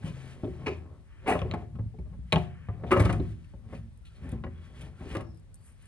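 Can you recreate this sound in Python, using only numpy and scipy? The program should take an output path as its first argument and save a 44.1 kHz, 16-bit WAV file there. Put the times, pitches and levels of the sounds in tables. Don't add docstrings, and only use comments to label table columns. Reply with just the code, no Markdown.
import sys
import numpy as np
from scipy import signal
from scipy.fft import rfft, irfft, next_fast_len
from scipy.io import wavfile
from scipy.ndimage import uniform_filter1d

SR = 44100
rng = np.random.default_rng(int(sys.argv[2]) if len(sys.argv) > 2 else 0)


def store_pcm(level_fs):
    pcm = np.round(np.clip(level_fs, -1, 1) * 32767).astype(np.int16)
    wavfile.write(sys.argv[1], SR, np.atleast_2d(pcm).T)


def amplitude_ratio(level_db):
    exponent = np.asarray(level_db, float) / 20
    return 10 ** exponent


N = 258867
TIME = np.arange(N) / SR

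# frequency in Hz, relative density in dB per Hz.
HUSH_SPECTRUM = [(15, -26), (25, -14), (65, -0.5), (91, 3), (153, -16.5), (231, -27), (601, -26.5),
                 (666, -30), (2020, -34.5), (7180, -46), (9060, -48.5), (10300, -53.5), (12000, -53.5),
                 (15700, -89), (22000, -120)]
HUSH_DB = -55.5
# frequency in Hz, left-right correlation (0 to 1).
HUSH_LIKENESS = [(40, 0.4), (150, 0.53), (600, 0.2), (2500, 0.2), (9000, 0.38)]

# start in seconds, end in seconds, first pitch in Hz,
# last pitch in Hz, level in dB.
SQUEAKS = [(4.018, 4.154, 1404, 1376, -70), (4.51, 4.91, 3354, 3300, -70.5), (4.93, 5.008, 1400, 1380, -64),
           (5.192, 5.417, 5600, 4970, -74), (5.55, 5.674, 4500, 4720, -80)]
# start in seconds, relative level in dB.
PEBBLE_TICKS = [(3.975, -71.5), (5.3453, -76), (5.3737, -72), (5.3966, -72), (5.5433, -56.5), (5.5558, -67),
                (5.8247, -70), (5.8561, -64.5)]

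# full pressure from in seconds, held in seconds,
# sliding level in dB, grit re sliding in dB.
STROKES = [(.07, 0.013, -58.5, -0.5), (0.151, 0.18, -59.5, -4.5), (.41, .37, -65, -6.5),
           (1.11, .13, -67, -29), (1.3, 0.097, -52, -11.5), (1.45, 0.16, -61.5, -12.5),
           (2.36, 0.072, -57.5, -7.5), (2.5, .24, -64, -25.5), (2.93, .22, -53.5, -8),
           (3.0, 0.059, -45, -11.5), (3.22, 0.097, -65, -4.5), (3.4, .12, -74, -5),
           (3.749, 0.0042, -59.5, -5.5), (4.099, .09, -74, -1), (4.24, 0.093, -60, -10.5),
           (4.51, 0.11, -69, -13.5), (4.651, 0.0059, -61, -8.5), (4.77, .09, -61, -5),
           (5.01, 0.081, -62.5, -5.5), (5.11, 0.044, -52, -6.5), (5.17, 0.037, -65, -19),
           (5.68, .01, -68, -12), (5.82, .05, -69, -4.5)]
PRESS_DB_PER_S, LIFT_DB_PER_S = 217.5, 230
SLIDE_REST_DB, GRIT_REST_DB, DUST_REST_DB, DUST_RE_GRIT_DB = -87.5, -86.5, -86, -5.5
# full flow from in seconds, held in seconds, level in dB.
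TRICKLES = [(0.33, 0.017, -78), (3.3, .02, -77), (5.665, 0.017, -63.5), (6.5, .04, -69), (5.8, .07, -75)]
# full push from in seconds, held in seconds,
# rocking of the frame in dB ahead of its high-pass, drag of the boards re rocking in dB.
SHOVES = [(0, 0.034, -37.5, -22), (0.189, 0.76, -51.5, -4), (.62, 0.055, -41.5, -8),
          (1.42, 0.15, -35.5, -12.5), (1.772, .01, -34.5, -41.5), (2.1, .05, -42.5, -25.5),
          (2.25, 0.75, -49.5, -24), (2.9, .1, -34, -24), (3.02, .005, -40, 8.5), (3.09, 0.0085, -23.5, -21),
          (3.17, 0.056, -33, -18), (3.73, 0.016, -37.5, -17.5), (4.269, 0.12, -41.5, -15),
          (4.56, 0.24, -51, -12), (4.84, 0.024, -43, -10), (5.18, 0.0058, -40.5, -2),
          (5.3, .02, -44.5, -36), (5.5, 0.32, -63, -10.5)]
PUSH_DB_PER_S, SETTLE_DB_PER_S, DRAG_STOP_DB_PER_S = 104, 95.5, 168
ROCK_REST_DB, DRAG_REST_DB = -60, -81

# frequency in Hz, relative density in dB per Hz.
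SLIDE_SPECTRUM = [(530, -50), (900, -7.5), (1130, -1), (1880, 0.5), (2080, -3.5), (2290, -2), (3200, -10),
                  (4160, -58.5), (7040, -120)]
# frequency in Hz, relative density in dB per Hz.
GRIT_SPECTRUM = [(1470, -33), (2500, -1), (2680, -1.5), (3230, -3), (3890, -5.5), (7500, -13),
                 (9750, -48.5), (16500, -120)]
# frequency in Hz, relative density in dB per Hz.
SIZZLE_SPECTRUM = [(3820, -29.5), (6500, -13.5), (7870, -9.5), (8110, -9.5), (9330, 0.5), (10300, -1),
                   (11300, -9.5), (12000, -28.5), (15700, -38.5), (22000, -120)]
# frequency in Hz, relative density in dB per Hz.
CRACK_SPECTRUM = [(880, -40.5), (1500, -16.5), (2450, 4), (2880, 0), (3670, -3.5), (6150, -13),
                  (7000, -19.5), (9100, -46.5), (15400, -120)]

# start in seconds, relative level in dB, ring in Hz,
# relative level of the sizzle in dB, contact in ms.
CLACKS = [(0.035, -51.5, 3150, -8.5, 21.2), (0.443, -52.5, 3670, -32, 3.53),
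          (0.658, -33, 2800, -25.5, 11.3), (0.689, -46, 2600, -32, 21.3), (1.263, -36.5, 2490, -6.5, 27),
          (1.391, -35, 3763, -22, 1.1), (1.417, -32.5, 3560, -36, 0.51), (1.512, -28.5, 4060, -32, 1.06),
          (1.538, -41.5, 2300, -16, 2.9), (1.619, -59, 2514, -21, 2.2), (1.754, -60, 3100, -16, 3),
          (1.788, -64, 2046, -19, 2.3), (1.985, -59, 2330, -25, 3.67), (2.323, -12, 4250, -23.5, 0.35),
          (2.3273, -14.5, 4030, -17.5, 0.76), (2.359, -21.5, 3650, -29.5, .6), (2.38, -43, 2914, -9, 3.2),
          (2.86, -55.5, 3860, -19, 12.5), (2.91, -34, 2290, -7.5, 10), (2.963, -41, 2280, -11, 8.3),
          (2.995, -27.5, 2060, -12, 5.5), (3.019, -37, 2050, -10, 3.7), (3.05, -30, 2050, -13, 4),
          (3.095, -36.5, 2130, -17.5, 6), (3.125, -35, 2220, -11, 3.5), (3.197, -49.5, 4250, -37, 3.4),
          (3.444, -57.5, 2900, -13, 2.2), (3.74, -56, 2630, -22, 12), (4.047, -55.5, 4230, -11, 12.6),
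          (4.15, -60.5, 4250, -13, 10), (4.291, -54.5, 3620, 3.5, 1.7), (4.315, -54, 3800, 1.5, 3.3),
          (4.439, -54, 2300, -40, 4.5), (4.808, -49.5, 3480, -4.5, 6), (5.15, -42.5, 2010, -6, 2.7),
          (5.167, -36, 2070, -15.5, 3.6), (5.206, -47, 2215, -9, 3.5)]
# start in seconds, relative level in dB, favoured pitch in Hz.
THUDS = [(0.04, -23, 156), (0.102, -26, 132), (0.433, -25, 112), (0.501, -27.5, 81), (0.672, -25, 80),
         (0.77, -32, 81), (1.352, -19.5, 87), (1.42, -19.5, 81), (1.54, -30.5, 110), (1.794, -23.5, 110),
         (1.859, -26.5, 98), (1.989, -24, 60.2), (2.189, -27.5, 62), (2.333, -13.5, 166),
         (2.358, -11.5, 173), (2.686, -21.5, 100), (2.84, -26.5, 157), (2.928, -25.5, 104),
         (2.972, -15.5, 94), (3.001, -12, 104), (3.012, -20, 215), (3.048, -17, 100), (3.133, -20.5, 104),
         (3.209, -23.5, 100), (3.54, -31.5, 65), (3.73, -25, 226), (4.22, -27.5, 81), (4.326, -17.5, 226),
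         (4.449, -19.5, 71.6), (4.532, -31, 79.7), (5.008, -25, 70), (5.11, -21.5, 66), (5.167, -25, 105)]
# start in seconds, relative level in dB, letter of the place struck,
# relative hardness in dB per octave, contact in ms.
KNOCKS = [(0.027, -42.5, "a", 0, 2.6), (0.035, -32.5, "a", -3.5, 21), (0.1, -46, "b", -3, 6.1),
          (0.164, -44.5, "g", -10, 3.9), (0.433, -19.5, "c", -14, 4.5), (0.47, -28.5, "c", -18, 3.4),
          (0.657, -22.5, "b", -1, 10.7), (0.69, -28, "b", -9, 13), (0.904, -51.5, "g", -15, 3.3),
          (1.224, -41, "g", -13, 12), (1.255, -18, "d", 2, 27.5), (1.31, -22.5, "d", 2, 7.7),
          (1.345, -23.5, "j", -4, 7.5), (1.416, -33.5, "f", -1, 2.65), (1.45, -31, "d", -12.5, 3),
          (1.513, -34, "f", -2.5, 2.5), (1.537, -24.5, "h", -1.5, 2.78), (1.62, -43, "d", -5, 1.67),
          (1.752, -43.5, "c", -6.5, 3.2), (1.787, -37.5, "h", -5, 3.8), (1.936, -47.5, "d", -13, 5.3),
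          (1.986, -40.5, "g", -13, 3.2), (2.057, -51, "f", -6.5, 5.2), (2.127, -53, "g", -2, 6.1),
          (2.325, -20, "i", 2.5, 4.5), (2.357, -20, "i", -2.5, 4.6), (2.686, -34, "f", -3.5, 2.2),
          (2.836, -29.5, "d", -4.5, 3.5), (2.905, -13.5, "e", 1.5, 11), (2.96, -17, "f", -2, 6),
          (2.995, -16.5, "c", -3.5, 4.85), (3.019, -25, "a", -4, 2.5), (3.052, -23, "c", -2.5, 5),
          (3.093, -24, "c", 0.5, 3.85), (3.125, -24.5, "c", -6, 8.7), (3.195, -24.5, "c", -15, 5.1),
          (3.536, -43.5, "g", -12.5, 2.32), (3.725, -30.5, "a", -6, 4.84), (4.215, -35, "h", -10, 28),
          (4.325, -30, "c", -13, 5.4), (4.438, -35, "e", 1, 1.6), (4.465, -35.5, "a", -4, 2.4),
          (4.997, -37.5, "h", -4, 13.6), (5.047, -33.5, "a", -18, 10.4), (5.15, -26.5, "e", -0.5, 3.3),
          (5.169, -28.5, "e", -10, 1.8), (5.2, -38.5, "e", 0, 3.8)]
SPOTS = {"a": (244, 1900, 7), "b": (400, 3010, 10), "c": (290, 1256, 8.5), "d": (430, 760, 12.2),
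         "e": (365, 1162, 6.9), "f": (570, 1150, 7.8), "g": (575, 830, 8.4), "h": (250, 810, 7),
         "i": (617, 873, 11), "j": (620, 1000, 15.2)}
# frequency in Hz, relative level in dB, decay by 60 dB in seconds.
BOARD_MODES = [(255.4, -5, 0.11), (288.7, -5.5, 0.087), (330, 1, .18), (373.4, -2.5, 0.17),
               (404.2, -8, .15), (428.9, -6.5, 0.16), (505.3, -5, 0.094), (548.3, 0.5, 0.093),
               (602.5, -5, 0.097), (707, -14.5, 0.27), (764.8, -5.5, 0.15), (854, -7.5, 0.057),
               (942, -18, 0.19), (1024.7, -10.5, 0.13), (1073.4, -5.5, 0.054), (1187.6, -11, 0.075),
               (1282, -11, 0.066), (1444, -9.5, 0.057), (1570, -13.5, 0.03), (1677, -9, 0.07),
               (1922, -12.5, 0.062), (2098, -11.5, 0.046), (2275, -16, 0.056), (2450, -24, 0.08),
               (2560, -14, 0.045), (2809, -13.5, 0.071)]
# frequency in Hz, relative level in dB,
# decay by 60 dB in seconds.
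FRAME_MODES = [(52, -7, 0.14), (61.6, 5.5, 0.22), (81, -0.5, 0.47), (100, 2.5, 0.36), (110, -0.5, 0.47),
               (132, -0.5, 0.83), (157.7, 1, 0.3), (174.7, -4.5, 0.2), (226, -7.5, 0.34)]

# left delay in seconds, right delay in seconds,
# level re direct sound in dB.
ECHOES = [(.0045, 0.0045, -10), (.011, .0107, -14), (0.0166, .0169, -20)]
# frequency in Hz, decay by 60 dB in seconds.
YARD_DECAY = [(100, 0.86), (500, 0.4), (2000, 0.35), (8000, 0.23)]
YARD_DB = -18.5
# frequency in Hz, lead in radians.
PORT_LEAD = [(0, 0), (1720, .5), (2760, 2.3), (3900, .8), (4600, 1.2), (5300, 1.9), (7400, 2.0),
             (8010, -.1), (8870, -.5), (9730, -2.5), (10250, -3.1), (10900, -3.9), (11500, -6.0),
             (11800, -6.3)]
# frequency in Hz, difference in dB.
PORT_LOUDER = [(60, 2.0), (140, 1.5), (350, 1.0), (830, 2.5), (2000, 1.0), (4820, 3.0), (11600, 0.5)]


def evened(x):
    return x / np.sqrt(np.mean(x ** 2) + 1e-20)


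def read(points, hz):
    f, value = np.transpose(points)
    return np.interp(np.log(hz + 1), np.log(f + 1), value)


def add(mix, s, sound):
    part = mix[..., round(s * SR):][..., :sound.shape[-1]]
    part += sound[..., :part.shape[-1]]


def colour(x, spectrum):
    hz = np.abs(np.fft.fftfreq(4096, 1 / SR))
    log_gain = np.log(amplitude_ratio(np.maximum(read(spectrum, hz), -90)))
    response = np.exp(log_gain - 1j * signal.hilbert(log_gain).imag)
    taps = np.fft.ifft(response).real[:2048]
    return signal.oaconvolve(x, taps / np.linalg.norm(taps))[:N]


def ring(drives, modes):
    out = np.zeros(N)
    for drive, (hz, db, t60) in zip(drives, modes):
        radius = 1000 ** (-1 / (max(t60, .02) * SR))
        angle = 2 * np.pi * hz / SR
        feedback = [1, -2 * radius * np.cos(angle), radius ** 2]
        out += amplitude_ratio(db) * signal.lfilter([0, np.sin(angle)], feedback, drive)
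    return out


def clicks(per_s, spread_db):
    size = amplitude_ratio(spread_db * np.minimum(rng.exponential(1, N), 4))
    sign = rng.choice([-1., 1.], N)
    return evened(size * sign * (rng.random(N) < per_s / SR))


def contact(rattle, ms):
    u = np.arange(rattle.shape[-1]) / SR * 1000 / max(0.62 * ms, .1)
    force = rattle * u ** 2 * np.exp(-u)
    force = force / np.linalg.norm(force, axis=-1, keepdims=True)
    firm = 0.61 * np.exp(-ms / 7.8)
    touch = np.arange(len(u)) == np.argmax(u > .6)
    return np.sqrt(1 - firm ** 2) * force + firm * touch


def swells(s, held, db, rise_db, fall_db, rest_db):
    t = TIME[::64, None]
    now_db = db - rise_db * np.maximum(s - t, 0) - fall_db * np.maximum(t - s - held, 0)
    power = (amplitude_ratio(now_db) ** 2).sum(1) + amplitude_ratio(rest_db) ** 2
    return np.interp(TIME, t[:, 0], np.sqrt(power))


def air():
    frames, hz = N // 256 + 5, np.fft.rfftfreq(1024, 1 / SR)
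    a, b, c, d, patches = rng.standard_normal((frames, 513, 5)).T
    patches = evened(uniform_filter1d(uniform_filter1d(patches, 14, 0), 14, 1))
    same = np.clip(read(HUSH_LIKENESS, hz), -1, 1)[:, None]
    left, other = a + 1j * b, c + 1j * d
    z = np.array([left, same * left + np.sqrt(1 - same ** 2) * other])
    z *= amplitude_ratio(read(HUSH_SPECTRUM, hz)[:, None] + 0.62 * patches)
    hush = signal.istft(z, nperseg=1024, noverlap=768)[1][:, :N]
    return amplitude_ratio(HUSH_DB) * evened(hush)


def buffeting():
    band = signal.butter(2, [22, 60], "band", fs=SR, output="sos")
    lumps_db = 4 * evened(uniform_filter1d(rng.standard_normal(N), 9000))
    rumble = evened(signal.sosfilt(band, rng.standard_normal((2, N))))
    return amplitude_ratio(-54 + lumps_db) * rumble


def squeaks():
    out = np.zeros(N)
    for s, end, hz, end_hz, db in SQUEAKS:
        t = np.arange(s, end, 1 / SR)
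        smooth = round(20 * SR / hz)
        fuzz = evened(uniform_filter1d(rng.standard_normal(len(t)), smooth))
        turns = np.cumsum(np.interp(t, [s, end], [hz, end_hz])) / SR
        tone = fuzz * np.sin(2 * np.pi * turns)
        add(out, s, amplitude_ratio(db) * tone * signal.windows.tukey(len(t), .5))
    return out


def pebbles():
    train, t = np.zeros(N), np.arange(300) / SR
    for (s, db), burst in zip(PEBBLE_TICKS, rng.standard_normal((len(PEBBLE_TICKS), len(t)))):
        add(train, s, amplitude_ratio(db + 11.5 - 60 * t / 0.012) * burst)
    return colour(train, SIZZLE_SPECTRUM)


def rubbing():
    s, held, db, grit_db = np.transpose(STROKES)
    rates = PRESS_DB_PER_S, LIFT_DB_PER_S
    slide = swells(s, held, db, *rates, SLIDE_REST_DB)
    grit = swells(s, held, db + grit_db, *rates, GRIT_REST_DB)
    dust = swells(s, held, db + grit_db + DUST_RE_GRIT_DB, *rates, DUST_REST_DB)
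    trickle = swells(*np.transpose(TRICKLES), *rates, DUST_REST_DB)
    return slide, grit, np.hypot(dust, trickle)


def shoving():
    s, held, db, drag_db = np.transpose(SHOVES)
    drag = swells(s, held, db + drag_db, PUSH_DB_PER_S, DRAG_STOP_DB_PER_S, DRAG_REST_DB)
    rock = swells(s, held, db, PUSH_DB_PER_S, SETTLE_DB_PER_S, ROCK_REST_DB)
    return drag, rock


def clacks():
    crack, sizzle, t = np.zeros(N), np.zeros(N), np.arange(1000) / SR
    chatter = rng.standard_normal((len(CLACKS), 6000)) ** 3
    for (s, db, hz, sizzle_db, ms), rattle in zip(CLACKS, chatter):
        force = amplitude_ratio(db) * np.sqrt(ms) * contact(rattle, ms)
        chime = amplitude_ratio(-60 * t / 0.0051) * np.sin(2 * np.pi * hz * t)
        add(crack, s, amplitude_ratio(10.5) * force)
        add(crack, s, amplitude_ratio(-6) * signal.oaconvolve(force, chime))
        add(sizzle, s, amplitude_ratio(sizzle_db + 15.5) * force)
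    return colour(crack, CRACK_SPECTRUM) + colour(sizzle, SIZZLE_SPECTRUM)


def thuds():
    frame_hz = np.array(FRAME_MODES)[:, 0]
    force = np.zeros((len(FRAME_MODES), N))
    for s, db, hz in THUDS:
        reach_db = -np.minimum(45 * np.abs(np.log2(frame_hz / hz)), 15)
        add(force, s, amplitude_ratio(db + reach_db - 4.5)[:, None] * np.hanning(140) / 70)
    return force


def knocks():
    board_hz = np.array(BOARD_MODES)[:, 0]
    force = np.zeros((len(BOARD_MODES), N))
    luck = rng.standard_normal((len(KNOCKS), len(BOARD_MODES)))
    chatter = rng.standard_normal((len(KNOCKS), 4, 6000)) ** 3
    for (s, db, spot, slope_db, ms), place, rattles in zip(KNOCKS, luck, chatter):
        *best_hz, lead_db = SPOTS[spot]
        near = sum(np.exp(-(np.log2(board_hz / hz) / 0.21) ** 2) for hz in best_hz)
        tilt_db = (slope_db + 3.5) * np.maximum(np.log2(board_hz / 450), 0)
        reach_db = lead_db * near + 1.4 * place + tilt_db
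        blunt_hz = np.clip(4000 * 2 ** (slope_db / 7), 500, 9000)
        blunt = signal.butter(2, blunt_hz, fs=SR, output="sos")
        pushes = signal.sosfilt(blunt, contact(rattles, ms))
        corners = pushes[np.arange(len(BOARD_MODES)) % 4]
        add(force, s, amplitude_ratio(db + reach_db - 10.5)[:, None] * corners)
    return force


def cart():
    drag, rock = shoving()
    slide, grit, dust = rubbing()
    slips, grains = clicks(2500, 5.5), clicks(6000, 1.9)
    wobble = rng.standard_normal((len(FRAME_MODES), N))
    low_boards = BOARD_MODES[:17]
    dragged = drag * evened(ring(len(low_boards) * [slips], low_boards))
    rocked = rock * evened(ring(wobble, FRAME_MODES))
    slid = slide * colour(0.57 * slips + 0.77 * grains, SLIDE_SPECTRUM)
    gravel = grit * colour(grains, GRIT_SPECTRUM)
    gravel += dust * colour(clicks(5000, 4.6), SIZZLE_SPECTRUM)
    radiates = signal.butter(3, 62, "high", fs=SR, output="sos")
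    shaken = signal.sosfilt(radiates, ring(thuds(), FRAME_MODES) + rocked)
    return ring(knocks(), BOARD_MODES) + shaken + clacks() + dragged + slid + gravel


def yard(x):
    early = np.zeros((2, SR // 10))
    early[:, 0] = 1
    for left_s, right_s, db in ECHOES:
        early[[0, 1], [round(left_s * SR), round(right_s * SR)]] = amplitude_ratio(db)
    taps = np.zeros((2, SR))
    at = np.arange(900, SR - 20, 20) + rng.integers(0, 20, (2, (SR - 901) // 20))
    np.put_along_axis(taps, at, rng.choice([-1., 1.], at.shape), 1)
    hz, t, z = signal.stft(taps, SR, nperseg=256)
    decay = amplitude_ratio(-60 * t / read(YARD_DECAY, hz)[:, None])
    tail = signal.istft(z * decay, SR, nperseg=256)[1]
    tail = amplitude_ratio(YARD_DB) * (tail + 0.18 * tail[::-1]) / np.linalg.norm(tail[0])
    echoed = signal.oaconvolve(x[None], early, axes=1)[:, :N]
    return echoed + signal.fftconvolve(x[None], tail, axes=1)[:, :N]


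def ports(x):
    size = next_fast_len(N + 4096)
    hz = np.fft.rfftfreq(size, 1 / SR)
    half = np.exp(.5j * read(PORT_LEAD, hz)) * amplitude_ratio(.5 * read(PORT_LOUDER, hz))
    return irfft(rfft(x, size) * np.array([half, 1 / half]), size)[:, :N]


def scene():
    sources = cart() + pebbles() + squeaks()
    return ports(yard(sources) + air()) + buffeting()


def band_limit(x):
    return signal.sosfilt(signal.butter(12, 12190, fs=SR, output="sos"), x)


def record(dry):
    edge = signal.butter(8, 12200, fs=SR, output="sos")
    low = signal.butter(4, 40, "high", fs=SR, output="sos")
    mix = signal.sosfilt(low, signal.sosfilt(edge, dry))
    return band_limit(mix)


dry = scene()
out = record(dry)
store_pcm(out)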